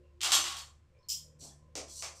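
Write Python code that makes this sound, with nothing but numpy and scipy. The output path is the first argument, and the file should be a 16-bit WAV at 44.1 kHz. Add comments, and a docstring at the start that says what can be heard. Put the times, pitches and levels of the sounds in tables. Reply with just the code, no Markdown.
"""Washing up in a hard-walled kitchen, heard from across the table.
First a steel dish is picked up, and each contact excites its modes. Near 1.1 s a utensil clinks.
Near 1.4 s water swishes and gurgles; then things knock in the steel basin and are scrubbed.
Throughout, small drips ring as bubbles and the room reverberates after every contact.
A motor hums underneath, with a faint, wavering tone that is strongest in the first half second."""
import sys
import numpy as np
from scipy import signal
from scipy.fft import rfft, irfft, next_fast_len
from scipy.io import wavfile
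from scipy.ndimage import map_coordinates

SR = 44100
rng = np.random.default_rng(int(sys.argv[2]) if len(sys.argv) > 2 else 0)


def put_to_file(sound):
    """Save the sound as 16-bit audio at rate SR, in the file named by the first command-line argument."""
    columns = np.atleast_2d(sound).T  # one column per channel
    safe = np.clip(columns, -1, 1)
    whole_steps = np.round(safe * 32767)
    wavfile.write(sys.argv[1], SR, whole_steps.astype(np.int16))


N = 97020


def dish():
    """Impact excitation: a run of contacts sets the steel dish's inharmonic modes ringing."""
    # contacts: start_s, level_db, ring_over_clash_db, tilt_db_per_octave, low_cut_hz
    contacts = [(.207, -45, -12.5, -7, 2580), (.2145, -36, -27, -1.5, 2060), (.2325, -32, -11, 0.5, 686),
                (.245, -34, -10, -3, 480), (.288, -47.5, -1, -5, 500), (.306, -37.5, -7, -0.5, 500),
                (.3195, -24, -2.5, 0.5, 500), (.330, -35.5, -7.5, -2, 200), (.351, -34.5, -13, -2, 100),
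                (.377, -38, -14.5, -0.5, 100), (.441, -37, -7.5, -2, 820), (.451, -56.5, -21, -5, 810),
                (.466, -42, -9.5, -1.5, 810), (.498, -44.5, -4, -1.5, 790), (.545, -48.5, -5.5, -4, 590),
                (.568, -45, -10, 1, 590)]
    # lasting modes: pitch_hz, relative_db, t60_s
    modes = [(794, -14, .15), (1109, -7, .22), (1190, -10, .25), (1396, -9, .15), (2827, -12, .2),
             (3232, -4, .18), (3305, -6, .2), (3828, -7, .22), (4409, -2, .22), (5363, -10, .2),
             (5631, -9, .18), (6140, -1, .15), (7348, 0, .14), (8240, -11, .15), (11580, -9, .14)]
    # spectrum of the dense, short-lived modes: frequency_hz, relative_db
    clash = [(120, -32), (330, -13.5), (480, -20), (700, -11), (1150, -5), (1650, -8.5), (2500, -5),
             (3200, 1.5), (5200, -1), (8000, -2.5), (9700, -12), (15500, -21)]
    return steel_contacts(contacts, modes, clash, clash_t60_s=.024)


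def utensil():
    """Free vibration: a small, stiff utensil clinks in high modes after each contact."""
    # contacts: start_s, level_db, ring_over_clash_db, tilt_db_per_octave, low_cut_hz
    contacts = [(1.0855, -47, 4, 7.5, 2450), (1.092, -39.5, -5, 0, 2050), (1.101, -39, -6, -0.5, 2000)]
    # lasting modes: pitch_hz, relative_db, t60_s
    modes = [(3106, -6, 0.093), (3130, -13, 0.2), (4870, -15, 0.18), (5087, -9, 0.11), (5220, 6, 0.1),
             (5696, 5, 0.12), (5070, 10.5, 0.07), (7060, 0, 0.091), (7240, -39, 0.17), (7424, 0, 0.084),
             (9100, -6.5, 0.12), (11000, -23, 0.085), (12100, -19, 0.14), (15200, -13.5, 0.093)]
    # spectrum of the dense, short-lived modes: frequency_hz, relative_db
    clash = [(1200, -53), (2200, -24), (3200, -7), (3900, -11), (5200, 3.5), (6300, -3), (7300, 0.5),
             (10200, -18), (11700, -5), (13200, -19), (15500, -11)]
    return steel_contacts(contacts, modes, clash, clash_t60_s=.03)


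def steel_contacts(contacts, modes, clash, clash_t60_s):
    """Superposition: each contact on steel sums a brief, bright clash and a longer ring."""
    out = np.zeros(N)
    for start_s, level_db, ring_db, tilt_db, low_cut_hz in contacts:
        def clash_db(hz):
            brightness_db = tilt_db * np.log2((hz + 1) / (SR / 10))
            low_cut_db = 10 * np.log10(1 + (low_cut_hz / (hz + 1)) ** 6)
            return along(clash, hz) + brightness_db - low_cut_db
        contact = burst(clash_t60_s, clash_db) + amp(ring_db) * ring(modes, tilt_db)
        add(out, start_s, amp(level_db) * contact)
    return out


def basin():
    """Damped plate vibration: a knock gives a click, a ringing thud and a rattle of the basin wall."""
    # knocks: start_s, click_db, thud_db, thud_centre_hz, wall_db
    knocks = [(1.414, -57.5, -60, 260, -79), (1.437, -62.5, -69, 650, -93),
              (1.7537, -41.5, -46, 457, -50.5), (2.0231, -41.5, -50.5, 756, -48)]
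    # spectra of the click and of the wall's rattle: frequency_hz, relative_db
    click_spectrum = [(1500, -37), (3000, -10), (4400, -1.5), (5700, 1), (8000, -4), (9500, -15),
                      (15500, -32.5)]
    wall_spectrum = [(600, -37.5), (1130, 1.5), (1550, -9.5), (2300, 1.5), (3200, -7), (5000, -28)]
    # low modes of the basin: pitch_hz, relative_db, t60_s
    modes = [(365, -8.5, 0.17), (555.6, 1, 0.14), (665, 4, 0.095), (747, -3, 0.17)]
    out = np.zeros(N)
    for start_s, click_db, thud_db, thud_hz, wall_db in knocks:
        click = burst(t60_s=.011, shape_db=lambda hz: along(click_spectrum, hz))
        thud = burst(t60_s=.046, shape_db=lambda hz: hump(hz, thud_hz, octaves=.52))
        thud += amp(-6) * ring(modes)
        wall = burst(t60_s=.045, shape_db=lambda hz: along(wall_spectrum, hz))
        add(out, start_s, amp(click_db) * click + amp(thud_db) * thud + amp(wall_db) * wall)
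    return out


def burst(t60_s, shape_db):
    """Modal overlap: many close, quickly damped modes merge into a burst of noise."""
    t = np.arange(SR) / SR
    spectrum = rfft(rng.standard_normal(SR) * amp(-60 * t / t60_s))
    flattened = irfft(spectrum / (np.abs(spectrum) + 1e-12), SR)
    return heard(colour(flattened * np.exp(-t / t60_s), shape_db))


def ring(modes, tilt_db=0):
    """Modal decay: a struck body rings as damped sinusoids, slightly different at each blow."""
    t = np.arange(SR) / SR
    detune, onset_s = .003, .00079
    tones = np.zeros(SR)
    for hz, db, t60_s in modes:
        envelope = amp(db + tilt_db * np.log2(hz) + rng.normal(0, 2) - 60 * t / t60_s)
        pitch_hz = hz * (1 + rng.normal(0, detune))
        tones += envelope * np.sin(2 * np.pi * (pitch_hz * t + rng.random()))
    return heard(tones * (1 - np.exp(-t / onset_s)))


def swish_and_scrub():
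    """Modulated noise: a hand swishes in water, then grainy scrubbing strokes swell and fade."""
    # the swish, then the scrubs: start_s, swell_s, fade_s, level_db
    strokes = [(1.388, 0.022, 0.084, -49), (1.873, 0.023, 0.065, -47), (1.924, 0.053, .055, -43.5),
               (2.15, 0.012, 0.014, -46.5)]
    # spectrum of every stroke: frequency_hz, relative_db
    spectrum = [(1800, -33), (3500, -19), (4400, -0.5), (4950, -7.5), (5700, 3), (6600, -4), (7800, 1),
                (9500, -10.5), (15500, -26)]
    t = np.arange(N) / SR
    envelope = sum(amp(db) * np.interp(t, [start, start + swell, start + swell + fade], [0, 1, 0])
                   for start, swell, fade, db in strokes)
    grains = rng.standard_normal(N) * amp(4.5 * wobble(250))
    return kitchen(envelope * unit(colour(grains, lambda hz: along(spectrum, hz))))


def bubbles_and_drips():
    """Bubble resonance: a brief low gurgle and small high drips ring and rise slightly in pitch."""
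    # bubbles: start_s, pitch_hz, level_db
    bubbles = [(.04, 2730, -81), (0.949, 2370, -78), (0.989, 5260, -79), (1.03, 4300, -75.5),
               (1.395, 377, -69), (1.41, 4300, -64.5), (1.425, 553, -67), (1.44, 790, -64.5),
               (1.465, 3420, -71), (1.51, 1730, -78), (1.883, 3330, -67.5), (1.98, 2910, -69)]
    t60_s, rise_per_s = .023, 1.5
    out, t = np.zeros(N), np.arange(SR // 2) / SR
    for start_s, pitch_hz, level_db in bubbles:
        bubble = np.sin(2 * np.pi * pitch_hz * (t + rise_per_s * t ** 2 / 2)) * amp(-60 * t / t60_s)
        add(out, start_s, amp(level_db) * heard(bubble))
    return out


def kitchen(x):
    """Reverberation: direct sound plus a diffuse tail that builds and decays, new for each position."""
    # reverberation time: frequency_hz, t60_s
    decay = [(150, .4), (1000, 0.37), (4000, 0.28), (8000, 0.31), (15000, 0.23)]
    tail_s, build_s, direct_db = .7, .011, -6.5
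    t = np.arange(int(tail_s * SR)) / SR
    hz, frame_s, spectra = signal.stft(rng.standard_normal(len(t)), SR, nperseg=256)
    spectra *= amp(-60 * frame_s / along(decay, hz)[:, None])
    tail = signal.istft(spectra, SR, nperseg=256)[1][:len(t)]
    tail *= 1 - np.exp(-t / build_s)
    tail /= np.linalg.norm(tail)
    return amp(direct_db) * x + signal.fftconvolve(x, tail)[:len(x)]


def heard(x):
    """A contact with its reverberation, scaled to the energy of 50 ms at 0 dB."""
    wet = kitchen(x)
    return wet / np.linalg.norm(wet) * np.sqrt(SR / 20)


def motor():
    """Periodic vibration: a motor hums in a harmonic series that wavers in pitch and level."""
    # envelope of the hum: time_s, fundamental_db, overtones_db
    envelope = [(0, -63.5, -68), (.13, -60, -77), (.39, -60.5, -67.5), (.75, -62, -75.5),
                (1.03, -71.5, -85), (1.13, -61.5, -69.5), (1.54, -63.5, -64.5), (1.8, -60, -68.5),
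                (2.2, -63, -72)]
    # overtones: harmonic_number, relative_db
    harmonics = [(2, 0), (3, -12), (4, -17)]
    fundamental_db, overtones_db = curves(envelope)
    pitch_hz = 74.3 + 1.5 * wobble(12)
    phase = 2 * np.pi * np.cumsum(pitch_hz) / SR
    overtones = sum(amp(db + 1.5 * wobble(10)) * np.sin(round(k) * phase + 2 * np.pi * rng.random())
                    for k, db in harmonics)
    fundamental = amp(fundamental_db + 1.2 * wobble(12)) * np.sin(phase)
    return np.sqrt(2) * (fundamental + amp(overtones_db) * overtones)


def faint_low_note():
    """Frequency modulation: a soft tone wavers near 354 Hz in the background."""
    # envelope of the tone: time_s, level_db
    envelope = [(0, -63), (.1, -77.5), (.2, -65), (.36, -60), (.47, -58), (.58, -84.5), (.8, -83.5)]
    level_db, = curves(envelope)
    pitch_hz = 354.3 + 6.4 * wobble(25)
    return amp(level_db) * unit(np.sin(2 * np.pi * np.cumsum(pitch_hz) / SR))


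def room_air():
    """Ambient noise: a steady, bass-heavy floor and two faint, narrow bands that come and go."""
    # spectrum of the air: frequency_hz, relative_db
    spectrum = [(20, -4), (35, -4.5), (50, -0.5), (115, 1.5), (190, -11.5), (330, -19), (600, -21),
                (850, -25), (2000, -27), (4000, -34), (8000, -37), (10000, -45), (15500, -53)]
    # envelopes of the two bands: time_s, level_db
    low_band = [(0, -66.5), (.15, -80), (.68, -73), (.85, -98), (.96, -68.5), (1.12, -90), (1.27, -69.5),
                (1.55, -82), (1.68, -73.5), (2.2, -73)]
    high_band = [(0, -84.5), (.7, -73), (.9, -96), (1.02, -75.5), (1.35, -84), (1.56, -82), (1.63, -74.5),
                 (1.72, -82.5), (2.2, -70)]
    air = amp(-67) * unit(colour(rng.standard_normal(N), lambda hz: along(spectrum, hz)))
    for envelope, centre_hz, octaves in (low_band, 521.5, .11), (high_band, 1034, .04):
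        band = unit(colour(rng.standard_normal(N), lambda hz: hump(hz, centre_hz, octaves)))
        air += amp(curves(envelope)[0]) * band
    return air


def amp(db):
    """Decibels as an amplitude ratio."""
    return 10 ** (np.asarray(db) / 20)


def unit(x):
    """x scaled to an RMS of one."""
    return x / np.sqrt(np.mean(x ** 2) + 1e-20)


def along(points, hz):
    """Interpolation of (frequency_hz, value) points on a log frequency axis."""
    frequencies, values = np.transpose(points)
    return np.interp(np.log(hz + 1), np.log(frequencies + 1), values)


def hump(hz, centre_hz, octaves):
    """A Gaussian band on a log frequency axis, in dB."""
    return -10 / np.log(10) * (np.log2((hz + 1) / centre_hz) / octaves) ** 2 / 2


def curves(rows):
    """Linear interpolation, one value per sample, of each column after the time."""
    time_s, *columns = np.transpose(rows)
    return [np.interp(np.arange(N) / SR, time_s, column) for column in columns]


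def wobble(knots_per_s):
    """Random modulation: a smooth curve through Gaussian knots."""
    knots = rng.standard_normal(int(N * knots_per_s / SR) + 4)
    return map_coordinates(knots, [np.arange(N) * knots_per_s / SR])


def colour(x, shape_db):
    """Minimum-phase filtering of x, with a gain in dB given as a function of frequency."""
    size = 2 * next_fast_len(len(x) // 2 + SR // 8)
    gain = np.maximum(amp(shape_db(np.fft.rfftfreq(size, 1 / SR))), 1e-6)
    cepstrum = irfft(np.log(gain))
    cepstrum[1:size // 2] *= 2  # folding the cepstrum makes the filter causal
    cepstrum[size // 2 + 1:] = 0
    return irfft(rfft(x, size) * np.exp(rfft(cepstrum)), size)[:len(x)]


def add(track, start_s, x):
    """Mix x into the track from start_s."""
    part = track[round(start_s * SR):][:len(x)]
    part += x[:len(part)]


def scene():
    """Superposition: the pressures of all sources add in one channel."""
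    return (dish() + faint_low_note() + utensil() + basin() + swish_and_scrub()
            + bubbles_and_drips() + motor() + room_air())[None]


def record(dry):
    """Band limiting: a steep elliptic low-pass removes the highest treble."""
    top_hz = 15550
    return signal.sosfilt(signal.ellip(12, .1, 80, top_hz, fs=SR, output="sos"), dry)


dry = scene()
out = record(dry)
put_to_file(out)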